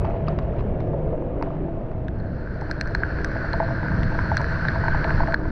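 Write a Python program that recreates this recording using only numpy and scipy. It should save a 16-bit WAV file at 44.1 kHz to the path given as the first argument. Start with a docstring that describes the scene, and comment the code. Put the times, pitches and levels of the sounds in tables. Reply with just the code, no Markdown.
"""Floodwater runs along a kerb into a drain in rain and wind, heard by a microphone in a wet plastic housing.
The flow and gusts are shaped noise, dulled by the shell; splashing and bubbles add short grains and pings.
When the water film leaves the microphone port, its narrow channel resonates with the hiss of the water.
Drops tick at the port as cracks and decaying rings, and knock on the shell as damped modes.
A far engine hums in three drifting sine tones, and brief tonal streaks rise within the flow."""
import sys
import numpy as np
from scipy import signal
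from scipy.io import wavfile
from scipy.ndimage import uniform_filter1d

SR = 44100
rng = np.random.default_rng(int(sys.argv[2]) if len(sys.argv) > 2 else 0)


def generate_wav(signal):
    """Clip the signal to [-1, 1] and save it as 16-bit WAV at the path in sys.argv[1]."""
    frames = np.transpose(np.atleast_2d(signal))
    scaled = np.clip(frames, -1, 1) * 32767
    pcm = np.round(scaled).astype(np.int16)
    wavfile.write(sys.argv[1], SR, pcm)


def nominal_scale(level):
    """Amplitude ratio for a level in decibels (scalar or array-like)."""
    x = np.asarray(level, float) / 20
    return 10 ** x


N = 242991  # samples
SEALED_S = 2.07  # until this second a water film covers the port

# Resonances of the port's air channel. Each row: centre in Hz, width in Hz, relative level in dB.
CHANNEL_MODES = [(1543, 110, 1), (1535, 460, 0.5), (4224, 130, -21), (4340, 650, -22.5), (5720, 480, -35),
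                 (7920, 250, -47)]
# Drops at the port. Each row: start in seconds, low ring in Hz, its peak in dB, then the levels of the
# middle crack, the high ring and the treble crack in dB relative to that peak.
PORT_DROPS = [(0.0172, 1200, -33, -8, -22, -30), (0.0458, 1000, -29.5, -10, -23, -31),
              (0.052, 1180, -26.5, -13, -25, -30), (0.069, 1150, -32, -5, -24, -34),
              (0.099, 1150, -32.5, -13, -24, -28), (0.107, 1150, -41, 3, -26, -23.5),
              (0.136, 1150, -43, -10, -22, -34), (0.167, 1150, -48, 6, -19, -34),
              (0.276, 1150, -37.5, -4, -32, -44), (0.2835, 1200, -22.5, -14, -11.5, -24),
              (0.388, 1080, -26, -3.5, -14, -22), (0.5363, 1300, -34, -20, -32, -31),
              (0.593, 1150, -44, -3, -29, -43), (0.607, 1100, -31.5, -5, -19, -29),
              (0.804, 1110, -35.5, -3, -13, -20), (0.8728, 1150, -41, -6, -25, -20),
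              (1.425, 1080, -22.5, -7, -16, -19.5), (1.5043, 1150, -33, -19, -32, -42),
              (1.553, 1150, -39, -16, -25, -28), (1.915, 1150, -38.5, -6, -20, -26),
              (2.047, 1150, -52, -12, -8, -18), (2.083, 1610, -28, -23, -26, -23.5),
              (2.187, 1600, -45.5, -22, -20, -14), (2.2, 1600, -47, -14, -1, -26),
              (2.473, 1550, -29, -34, -36, -40), (2.6117, 1570, -28.5, -22, -19, -18),
              (2.7122, 1600, -18.5, -21, -12, -12), (2.811, 1640, -17, -7.5, -7.5, -10.5),
              (2.857, 1500, -29, -30, -20, -36), (2.8735, 1600, -27.5, -26, -23, -16),
              (2.909, 1600, -42, -26, -26, -11), (2.9492, 1630, -11, -30, -13.5, -24),
              (3.034, 1590, -10.5, -48, -50, -53), (3.186, 1520, -24, -16, -31, -36),
              (3.2455, 1620, -15.5, -17, -22, -11), (3.316, 1500, -24.5, -27, -39, -30),
              (3.532, 1650, -21, -17, -6, -30), (3.884, 1550, -21, -27, -31, -40),
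              (3.918, 1600, -25, -24, -32, -39), (4.032, 1710, -21, -11, -20, -23.5),
              (4.19, 1550, -14, -41, -39, -38), (4.288, 1600, -28, -24, -31, -37),
              (4.354, 1600, -30, -15, -22, -20), (4.369, 1580, -10, -19, -23.5, -15),
              (4.377, 1600, -26.5, -30, 1, -26), (4.4152, 1610, -20.5, -33, -35, -18),
              (4.443, 1600, -14.5, -38, -30, -33), (4.6511, 1570, -14, -32, -33, -42),
              (4.6843, 1700, -12, -26, -19.5, -33), (4.8821, 1600, -13.5, -39, -29, -44),
              (4.932, 1600, -27, -25, -34, -41), (5.033, 1520, -24, -27, -35, -41),
              (5.0429, 1700, -24, 1, -9.5, -37), (5.105, 1610, -17.5, -11, -28, -32),
              (5.273, 1620, -22, -13, -30, -32), (5.3227, 1570, -17.5, -23, -23, -37),
              (5.3427, 1620, -7, -37, -18.5, -31)]
# Modes of the plastic shell. Each row: nominal frequency in Hz, relative level in dB, t60 in seconds.
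SHELL_MODES = [(314, -25.5, 0.13), (665, -10.5, 0.12), (906, -4.5, 0.019), (2060, -21.5, 0.0075)]


def even(x):
    """Normalisation by the mean square: the sound is scaled to an rms of 1."""
    return x / np.sqrt(np.mean(x ** 2) + 1e-20)


def read(points, hz):
    """A spectral envelope: levels in dB interpolated along logarithmic frequency."""
    f, value = np.transpose(points)
    return np.interp(np.log(hz + 1), np.log(f + 1), value)


def curve(rows, column):
    """A temporal envelope: one column interpolated linearly over the times in column 0."""
    return np.interp(np.arange(N) / SR, *np.transpose(rows)[[0, column]])


def add(mix, s, sound):
    """Superposition: a sound is added into the mix from second s, in place."""
    part = mix[round(s * SR):][:len(sound)]
    part += sound[:len(part)]


def split(x, hz):
    """Complementary zero-phase filtering: the parts of a sound below and above hz."""
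    low = signal.sosfiltfilt(signal.butter(2, hz, fs=SR, output="sos"), x)
    return low, x - low


def swell(middle_s, length_s):
    """A Gaussian envelope of height 1, length_s wide where it has fallen to 1/e."""
    return np.exp(-(2 * (np.arange(N) / SR - middle_s) / length_s) ** 2)


def ring(hz, t60, rise_s):
    """A damped mode: exponential decay after a soft onset set by rise_s, envelope peak 1."""
    t = np.arange(SR // 5) / SR
    decay = nominal_scale(-60 * t / max(t60, 0.002))
    onset = np.exp(-max(rise_s, 1e-5) / (t + 1e-6))
    shape = decay * onset
    return shape / shape.max() * np.sin(2 * np.pi * hz * t)


def crack(lo_hz, hi_hz, t60):
    """An impulse and the decaying noise behind it excite a band-pass filter, peak 1."""
    t = np.arange(1500) / SR
    click = t == 0
    puff = nominal_scale(-17 - 60 * t / t60) * rng.standard_normal(len(t))
    band = signal.butter(4, [lo_hz, hi_hz], "bandpass", fs=SR, output="sos")
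    burst = signal.sosfilt(band, click + puff)
    return burst / abs(burst).max()


def colour(x, gain, patchy_db, size):
    """Short-time spectral filtering by gain(hz), with random louder and softer patches, to rms 1."""
    hz, _, z = signal.stft(x, SR, nperseg=size, noverlap=size * 3 // 4)
    patches = rng.standard_normal(z.shape[::-1]).T
    patches = uniform_filter1d(patches, size=8, axis=0)
    patches = even(uniform_filter1d(patches, size=8, axis=1))
    z = z * gain(hz)[:, None] * nominal_scale(patchy_db * patches)
    shaped = signal.istft(z, SR, nperseg=size, noverlap=size * 3 // 4)[1]
    return even(shaped[:N])


def patter(per_s, spread_db, share):
    """Shot noise over smooth noise: random impulses of very unequal size mixed with a steady rush."""
    struck = rng.random(N) < per_s / SR
    drops = nominal_scale(spread_db * np.minimum(rng.exponential(1, N), 5)) * struck
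    share = np.clip(share, 0, 1)
    grains = even(drops * rng.choice([-1, 1], N))
    return share * grains + (1 - share) * rng.standard_normal(N)


def bubbles(lo_hz, hi_hz, cycles, per_s, spread_db, glide):
    """Bubble resonance: short pings of rising pitch fall at random, a few of them large, to rms 1."""
    struck = rng.random(N) < per_s / SR
    size = nominal_scale(spread_db * np.minimum(rng.exponential(1, N), 4)) * struck
    kind = rng.integers(0, 16, N)  # which of 16 pitches
    t = np.arange(1500) / SR
    out = np.zeros(N)
    for k, hz in enumerate(np.geomspace(lo_hz, hi_hz, 16)):
        u = t * hz / cycles  # time in units of the ping's length
        ping = u * np.exp(-3 * u) * np.sin(2 * np.pi * hz * t * (1 + glide * u))
        out += signal.oaconvolve(size * (kind == k), ping)[:N]
    return even(out)


def spray_level():
    """Energy summation: steady splashing plus a decaying burst after each drop on the water film."""
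    # Steady splashing heard through the shell. Each row: time in seconds, level in dB.
    steady = [(0, -43), (.45, -44), (.6, -44.5), (.75, -45.5), (1.3, -47), (1.5, -45), (1.7, -47),
              (2.0, -47.5), (2.5, -52.5), (5.4, -57.5)]
    t = np.arange(N) / SR
    power = nominal_scale(curve(steady, column=1)) ** 2
    for s, _, db, *_ in PORT_DROPS:
        if s < SEALED_S:
            decay_db = -60 * np.clip(t - s, 0, 1) / 0.35  # t60 of 0.35 s
            burst = nominal_scale(db - 17.5 + decay_db) * (t > s)
            power = power + burst ** 2
    return np.sqrt(power)


def flow_in_shell():
    """Transmission loss: the closed plastic dulls the rush of water and fine rain; splashing lies on top."""
    # Flow through the shell. Each row: time in seconds, level in dB, gain of the body above 410 Hz in dB.
    flow = [(0, -34, 7), (.7, -33, 5), (1.1, -31.5, 5.5), (1.7, -30, -3), (1.9, -37, 5.5), (2.3, -34, -3.5),
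            (3.2, -33.5, 1), (4.8, -37, 3.5), (5.33, -33.5, 3.5), (5.51, -26.5, -11.5)]
    # Spectrum of the flow in the shell. Each row: frequency in Hz, relative density in dB per Hz.
    spectrum = [(59, -37.5), (100, -10.5), (150, 0.5), (221, -8), (311, -7.5), (363, -6), (450, -9),
                (651, -8.5), (801, -19.5), (1510, -33.5), (2710, -44), (3600, -53.5), (4600, -60),
                (6100, -66), (7200, -77), (8500, -110)]
    grains = patter(per_s=900, spread_db=2.5, share=0.27)
    rush = colour(grains, lambda hz: nominal_scale(read(spectrum, hz)), patchy_db=1.5, size=2048)
    body, spray = split(rush, hz=800)
    lower, upper = split(body, hz=410)
    body = lower + nominal_scale(curve(flow, column=2)) * upper
    drips = bubbles(lo_hz=1300, hi_hz=4200, cycles=5, per_s=600, spread_db=2.0, glide=0.12)
    # below 1 kHz the droplets keep the gain of 1 kHz
    droplets = colour(drips, lambda hz: nominal_scale(read(spectrum, np.maximum(hz, 1000))), patchy_db=0.0, size=256)
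    splashing = even(spray) + nominal_scale(-12.5) * droplets
    return nominal_scale(curve(flow, column=1)) * body + spray_level() * splashing


def wind():
    """Turbulent pressure on the housing: lumpy low noise whose deepest throb swells on its own."""
    # Spectrum of the turbulence. Each row: frequency in Hz, relative density in dB per Hz.
    spectrum = [(4.7, -47.5), (8.0, -5.5), (21, -2), (29, -4), (41, -3.5), (60, -1), (82, -3), (113, -2),
                (170, -8), (278, -17.5), (313, -19), (421, -38.5), (500, -20), (650, -67), (1100, -120)]
    # Rumble above the throb. Each row: time in seconds, level in dB.
    gusts = [(0.0, -28), (0.38, -31.5), (0.67, -27.5), (0.95, -35), (1.64, -35), (2.04, -29), (2.92, -34),
             (3.15, -30), (3.78, -32), (3.97, -22), (4.14, -27), (4.45, -28), (4.65, -27.5), (4.83, -27),
             (4.92, -28), (5.05, -25.5), (5.17, -24), (5.27, -30.5), (5.39, -32), (5.51, -34.5)]
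    # Deepest wind. Each row: time in seconds, level in dB, lean to the part below 36 Hz in dB.
    throb = [(0, -28, -4.5), (.4, -28, -3.5), (.75, -28, -2), (1.1, -30, -1.5), (1.65, -30.5, 0.5),
             (2, -34, -0.5), (2.3, -32, -3), (2.7, -32.5, -1), (3.15, -27.5, -0.5), (3.7, -33, 0.5),
             (3.95, -27.5, 0), (4.15, -26.5, 0.5), (4.45, -32.5, 2.5), (4.7, -30.5, 8.5),
             (4.9, -25.5, 12.5), (5.15, -23, 7.5), (5.3, -26, 3), (5.51, -31.5, -0.5)]
    lumps = colour(rng.standard_normal(N), lambda hz: nominal_scale(read(spectrum, hz)), patchy_db=1.25, size=4096)
    deep, rumble = split(lumps, hz=58.6)
    lowest, rest = split(deep, hz=36)
    lean = nominal_scale(curve(throb, column=2) / 2)  # half up on one part, half down on the other
    deep = even(lowest * lean + rest / lean)
    return nominal_scale(curve(throb, column=1)) * deep + nominal_scale(curve(gusts, column=1)) * even(rumble)


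def hum():
    """Frequency modulation: three low engine tones about an octave apart share a slow drift in pitch."""
    # The two lower tones. Each row: time in seconds, rms of the low tone in dB, rms of its octave in dB.
    lower_tones = [(.12, -45, -46), (.3, -26, -55), (.5, -45, -47), (.75, -44, -53), (.88, -34, -53.5),
                   (1.1, -29.5, -52.5), (1.2, -57, -49.5), (2.9, -51.5, -46.5), (3.2, -45, -40.5),
                   (4.5, -41, -41.5), (5.0, -38.5, -56.5), (5.4, -47, -38)]
    # The tone two octaves up. Each row: time in seconds, rms in dB.
    top_tone = [(0, -49.5), (3.6, -53.5), (3.9, -50), (5.2, -44), (5.4, -58)]
    # Mean frequencies of the three tones in Hz, low to high.
    tones_hz = (152, 313, 641.6)
    drift = even(uniform_filter1d(rng.standard_normal(N), size=9000))
    seconds = np.cumsum(1 + 0.00521 * drift) / SR  # time that runs a little fast and slow
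    levels_db = curve(lower_tones, column=1), curve(lower_tones, column=2), curve(top_tone, column=1)
    tones = (nominal_scale(db) * np.sin(2 * np.pi * hz * seconds) for db, hz in zip(levels_db, tones_hz))
    return np.sqrt(2) * sum(tones)


def small_knocks():
    """Modal excitation at random: each light drop gives every mode of the shell its own share."""
    # Light drops together. Each row: time in seconds, level in dB.
    level = [(0, -52), (1.5, -53.5), (2.2, -58), (3.5, -48), (4.6, -46), (5.3, -39.5), (5.51, -51)]
    struck = rng.random(N) < 110 / SR  # 110 drops a second
    size = nominal_scale(2.4 * np.minimum(rng.exponential(1, N), 2.5)) * struck
    share = rng.random((N, len(SHELL_MODES))) ** 2
    out = np.zeros(N)
    for k, (hz, db, t60) in enumerate(SHELL_MODES):
        mode = nominal_scale(db) * ring(hz, t60, rise_s=0.00083)
        out += signal.oaconvolve(size * share[:, k], mode)[:N]
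    return nominal_scale(curve(level, column=1)) * even(out)


def streaks():
    """Narrow-band tones: sines under Gaussian envelopes swell and fade within the rush."""
    # Each row: middle in seconds, length in seconds, frequency in Hz, rms at the middle in dB.
    rows = [(0.024, 0.055, 153, -34), (0.311, 0.44, 200.3, -37.5), (0.308, 0.24, 356.5, -40.5),
            (0.669, 0.12, 204.5, -34.5), (0.95, 0.073, 571, -38), (1.147, .07, 622, -34),
            (0.95, 0.13, 365, -35.5), (0.997, 0.27, 459, -39), (1.132, 0.46, 528.6, -36.5),
            (1.249, 0.32, 488, -38), (1.408, 0.25, 286.8, -36), (1.551, 0.38, 166.1, -36),
            (1.597, 0.34, 376.7, -38.5), (1.687, 0.17, 334, -37)]
    t = np.arange(N) / SR
    tones = (nominal_scale(db) * swell(s, length) * np.sin(2 * np.pi * hz * t) for s, length, hz, db in rows)
    return np.sqrt(2) * sum(tones)


def ticks():
    """Impulsive excitation: drops crack and ring the channel; the film smears the high ring into noise."""
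    out = np.zeros(N)
    for s, low_hz, db, middle_db, high_db, treble_db in PORT_DROPS:
        if s < SEALED_S:
            high = crack(lo_hz=3600, hi_hz=4870, t60=0.016)
            middle = crack(lo_hz=1350, hi_hz=2650, t60=0.01)
            top_db = treble_db - 22
        else:
            high = ring(CHANNEL_MODES[2][0], t60=0.015, rise_s=0.00016)
            middle = crack(lo_hz=1850, hi_hz=2870, t60=0.01)
            top_db = treble_db - 17
        add(out, s, nominal_scale(db) * ring(low_hz, t60=0.0099, rise_s=0.00098))
        add(out, s, nominal_scale(db + high_db) * high)
        add(out, s, nominal_scale(db + middle_db) * middle)
        add(out, s, nominal_scale(db + treble_db) * crack(lo_hz=4680, hi_hz=6090, t60=0.0087))
        add(out, s, nominal_scale(db + top_db) * crack(lo_hz=7440, hi_hz=8740, t60=0.0065))
    return out


def splashes():
    """Amplitude-modulated grainy noise: bright bursts of spray as drops splash on the wet housing."""
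    # Bursts of spray. Each row: middle in seconds, length in seconds, level in dB.
    bursts = [(.055, .04, -58.5), (0.128, 0.064, -60), (0.167, 0.025, -61), (.275, .03, -55),
              (0.316, 0.055, -59), (.425, 0.037, -59), (0.564, 0.014, -58), (0.593, 0.032, -52),
              (.81, .04, -60), (1.435, .05, -68)]
    # Spectrum of the spray. Each row: frequency in Hz, relative density in dB per Hz.
    spectrum = [(900, -28), (1600, -1.5), (2800, 1.5), (3600, -7), (4400, -13.5), (6000, -22), (7200, -44),
                (8500, -79)]
    grains = patter(per_s=1600, spread_db=2.5, share=0.4)
    spray = colour(grains, lambda hz: nominal_scale(read(spectrum, hz)), patchy_db=2.0, size=256)
    return sum(nominal_scale(db) * swell(s, length) for s, length, db in bursts) * spray


def knocks():
    """Modal synthesis: drops ring the shell; where each lands tilts the modes and shifts the damped ones."""
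    # Each row: start in seconds, level in dB, damped middle mode in Hz, tilt to upper modes in dB per octave.
    drops = [(0.046, -15.5, 890, 5), (0.076, -21, 800, -16), (0.097, -21.5, 854, -13),
             (0.119, -19.5, 800, -23), (0.14, -26, 950, -0.5), (0.153, -18.5, 800, -21),
             (0.205, -26.5, 840, -8), (0.281, -17.5, 1120, -1), (0.642, -34, 805, 1.5),
             (0.933, -22, 870, -20.5), (0.942, -25, 860, 5), (1.128, -24, 955, -27), (1.222, -29.5, 950, 9),
             (1.412, -27, 940, 17), (1.425, -19, 937, 13), (1.469, -21.5, 1010, -26),
             (1.683, -23, 810, -21), (2.233, -35, 850, -21), (2.607, -40, 850, -11), (2.619, -26, 854, 26),
             (2.696, -24.5, 884, -5), (2.906, -28, 870, -20), (2.949, -23.5, 950, 22),
             (3.02, -24.5, 920, -4), (3.105, -32, 880, -6), (3.355, -19, 835, -12), (3.442, -20.5, 810, 1),
             (3.537, -13, 906, -0.5), (3.601, -7, 868, 0.5), (3.627, -17, 856, 7), (3.685, -20, 910, -1),
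             (3.706, -18.5, 880, -12), (3.83, -24, 915, 27), (3.86, -28, 930, 28), (3.917, -21.5, 900, 6),
             (4.119, -21.5, 880, 4), (4.147, -21.5, 864, -6), (4.188, -19, 990, 23), (4.259, -28, 920, 22),
             (4.316, -10, 864, 12), (4.344, -24, 830, 8), (4.396, -24.5, 940, 19.5), (4.405, -18, 930, 14),
             (4.467, -24.5, 870, -13), (4.523, -27, 880, -7), (4.651, -23, 880, 19), (4.757, -17, 950, 2),
             (4.837, -19, 914, 14), (4.856, -16, 880, 2), (4.881, -13.5, 926, 14), (4.946, -16, 884, 18),
             (5.046, -13, 860, -1), (5.106, -19, 910, 8), (5.168, -25, 880, -9.5), (5.203, -10.5, 884, 10),
             (5.233, -15.5, 954, 11), (5.281, -14.5, 800, -12), (5.335, -25, 915, 25),
             (5.453, -22.5, 990, -1)]
    out = np.zeros(N)
    for s, db, middle_hz, tilt_db in drops:
        bend = rng.standard_normal()
        for hz, mode_db, t60 in SHELL_MODES:
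            damped = hz > SHELL_MODES[1][0]
            shift = middle_hz / SHELL_MODES[2][0] if damped else 1 + 0.0034 * bend
            lean_db = tilt_db * np.clip(np.log2(hz / 780), -0.3, 0.3)  # tilt held beyond 0.3 octave
            add(out, s, nominal_scale(db + mode_db + lean_db) * ring(hz * shift, t60, rise_s=0.00083))
    return out


def splats():
    """Broadband transients: drops that burst wide fill the gap between the channel resonances."""
    # Each row: start in seconds, peak in dB, lower band edge in Hz, upper band edge in Hz.
    drops = [(0.05, -41, 2500, 3200), (0.276, -37, 1500, 3000), (0.291, -48, 1800, 4500),
             (0.3875, -39, 2400, 3700), (2.082, -39, 2600, 4000), (2.7126, -42, 2800, 4000),
             (2.812, -47, 2700, 4000), (2.949, -39, 2600, 4000), (3.246, -35, 3250, 4260),
             (3.532, -37.5, 2600, 4000), (4.0316, -38, 3100, 4060), (4.19, -46, 2600, 4000),
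             (4.37, -34, 3260, 4200), (4.6507, -45, 2300, 3300), (4.684, -25.5, 3200, 4930),
             (4.8812, -43, 2700, 4500), (5.0435, -30.5, 2000, 3380), (5.3422, -28.5, 2580, 4000)]
    out = np.zeros(N)
    for s, db, lo_hz, hi_hz in drops:
        add(out, s, nominal_scale(db) * crack(lo_hz, hi_hz, t60=0.0097))
    return out


def port_gain(hz):
    """Resonance of a narrow air channel; a steep roll-off ends the hiss above about 9 kHz."""
    # Response between the resonances. Each row: frequency in Hz, relative level in dB.
    skirt = [(500, -15.5), (1000, -8), (2000, -19), (3200, -35), (5000, -30.5), (6000, -44.5),
             (7100, -76.5), (8600, -69), (9600, -98.5), (12000, -120)]
    peaks = sum(nominal_scale(db) ** 2 / (1 + (2 * (hz - f) / width) ** 2) ** 2 for f, width, db in CHANNEL_MODES)
    roll_off = 1 / (1 + (hz / 9300) ** 16)
    return roll_off * np.sqrt(peaks + nominal_scale(read(skirt, hz)) ** 2)


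def hiss_in_port():
    """Resonant filtering of noise: spray and small drops excite the channel once the water film opens it."""
    # Hiss through the port. Each row: time in seconds, level in dB, gain of its treble in dB.
    opening = [(2.05, -53, 1), (2.2, -51.5, 0), (2.35, -47.5, 0.5), (2.5, -45, 1), (2.65, -41.5, 0.5),
               (2.9, -40, 1), (3.19, -36, 0.5), (3.5, -35, 1), (3.75, -34.5, 0), (4.15, -33.5, 1),
               (4.4, -33.5, 2.5), (4.6, -31.5, 1), (4.85, -31.5, 0), (5.19, -30.5, 0.5), (5.33, -35, -0.5),
               (5.51, -33, 0)]
    # A drop half closes the port again: start in seconds, change of level in dB.
    reseal = (5.348, -6.5)
    t = np.arange(N) / SR
    unsealed = np.clip((t - SEALED_S) / 0.11, 0, 1)
    open_db = curve(opening, column=1) + reseal[1] * np.clip((t - reseal[0]) / 0.007, 0, 1)
    grains = patter(per_s=1800, spread_db=3.5, share=0.25)
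    low, treble = split(colour(grains, port_gain, patchy_db=1.25, size=1024), hz=2700)
    hiss = low + nominal_scale(curve(opening, column=2)) * treble
    trickle = bubbles(lo_hz=1470, hi_hz=1714, cycles=14, per_s=600, spread_db=3.0, glide=0.033)
    fine_drops = bubbles(lo_hz=1400, hi_hz=1780, cycles=4.5, per_s=130, spread_db=3.5, glide=0.01)
    return unsealed * nominal_scale(open_db) * (hiss + nominal_scale(-10.5) * trickle + nominal_scale(-13.5) * fine_drops)


def buffets():
    """Turbulent bursts: sharper lumps of wind on the housing reach higher than the steady rumble."""
    # Each row: middle in seconds, length in seconds, level in dB.
    bursts = [(3.558, .07, -32.5), (3.721, 0.045, -24.5), (3.922, 0.07, -24.5), (4.039, 0.052, -24),
              (4.287, 0.064, -30), (4.416, 0.039, -28.5), (4.83, 0.057, -32), (4.977, 0.044, -28),
              (5.064, 0.064, -27), (5.13, 0.076, -31.5)]
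    # Spectrum of the buffets. Each row: frequency in Hz, relative density in dB per Hz.
    spectrum = [(60, -24), (110, 15), (190, 5), (300, -8), (450, -49.5), (700, -87.5), (1000, -140)]
    lumps = colour(rng.standard_normal(N), lambda hz: nominal_scale(read(spectrum, hz)), patchy_db=-4.0, size=4096)
    return sum(nominal_scale(db) * swell(s, length) for s, length, db in bursts) * lumps


def scene():
    """Linear superposition of all sources at the single microphone."""
    water = flow_in_shell() + splashes() + hiss_in_port()
    air = wind() + buffets()
    tones = hum() + streaks()
    drops = small_knocks() + ticks() + knocks() + splats()
    return (water + air + tones + drops)[None]


def low_pass(x):
    """Removes everything above the highest recorded frequency."""
    return signal.sosfilt(signal.butter(12, 12800, fs=SR, output="sos"), x)


def record(dry):
    """Windowing: a squared-sine taper over the last 130 samples avoids a click at the end."""
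    samples_left = np.arange(N)[::-1]
    taper = np.sin(np.pi / 2 * np.clip(samples_left / 130, 0, 1)) ** 2
    return low_pass(dry * taper)


dry = scene()
out = record(dry)
generate_wav(out)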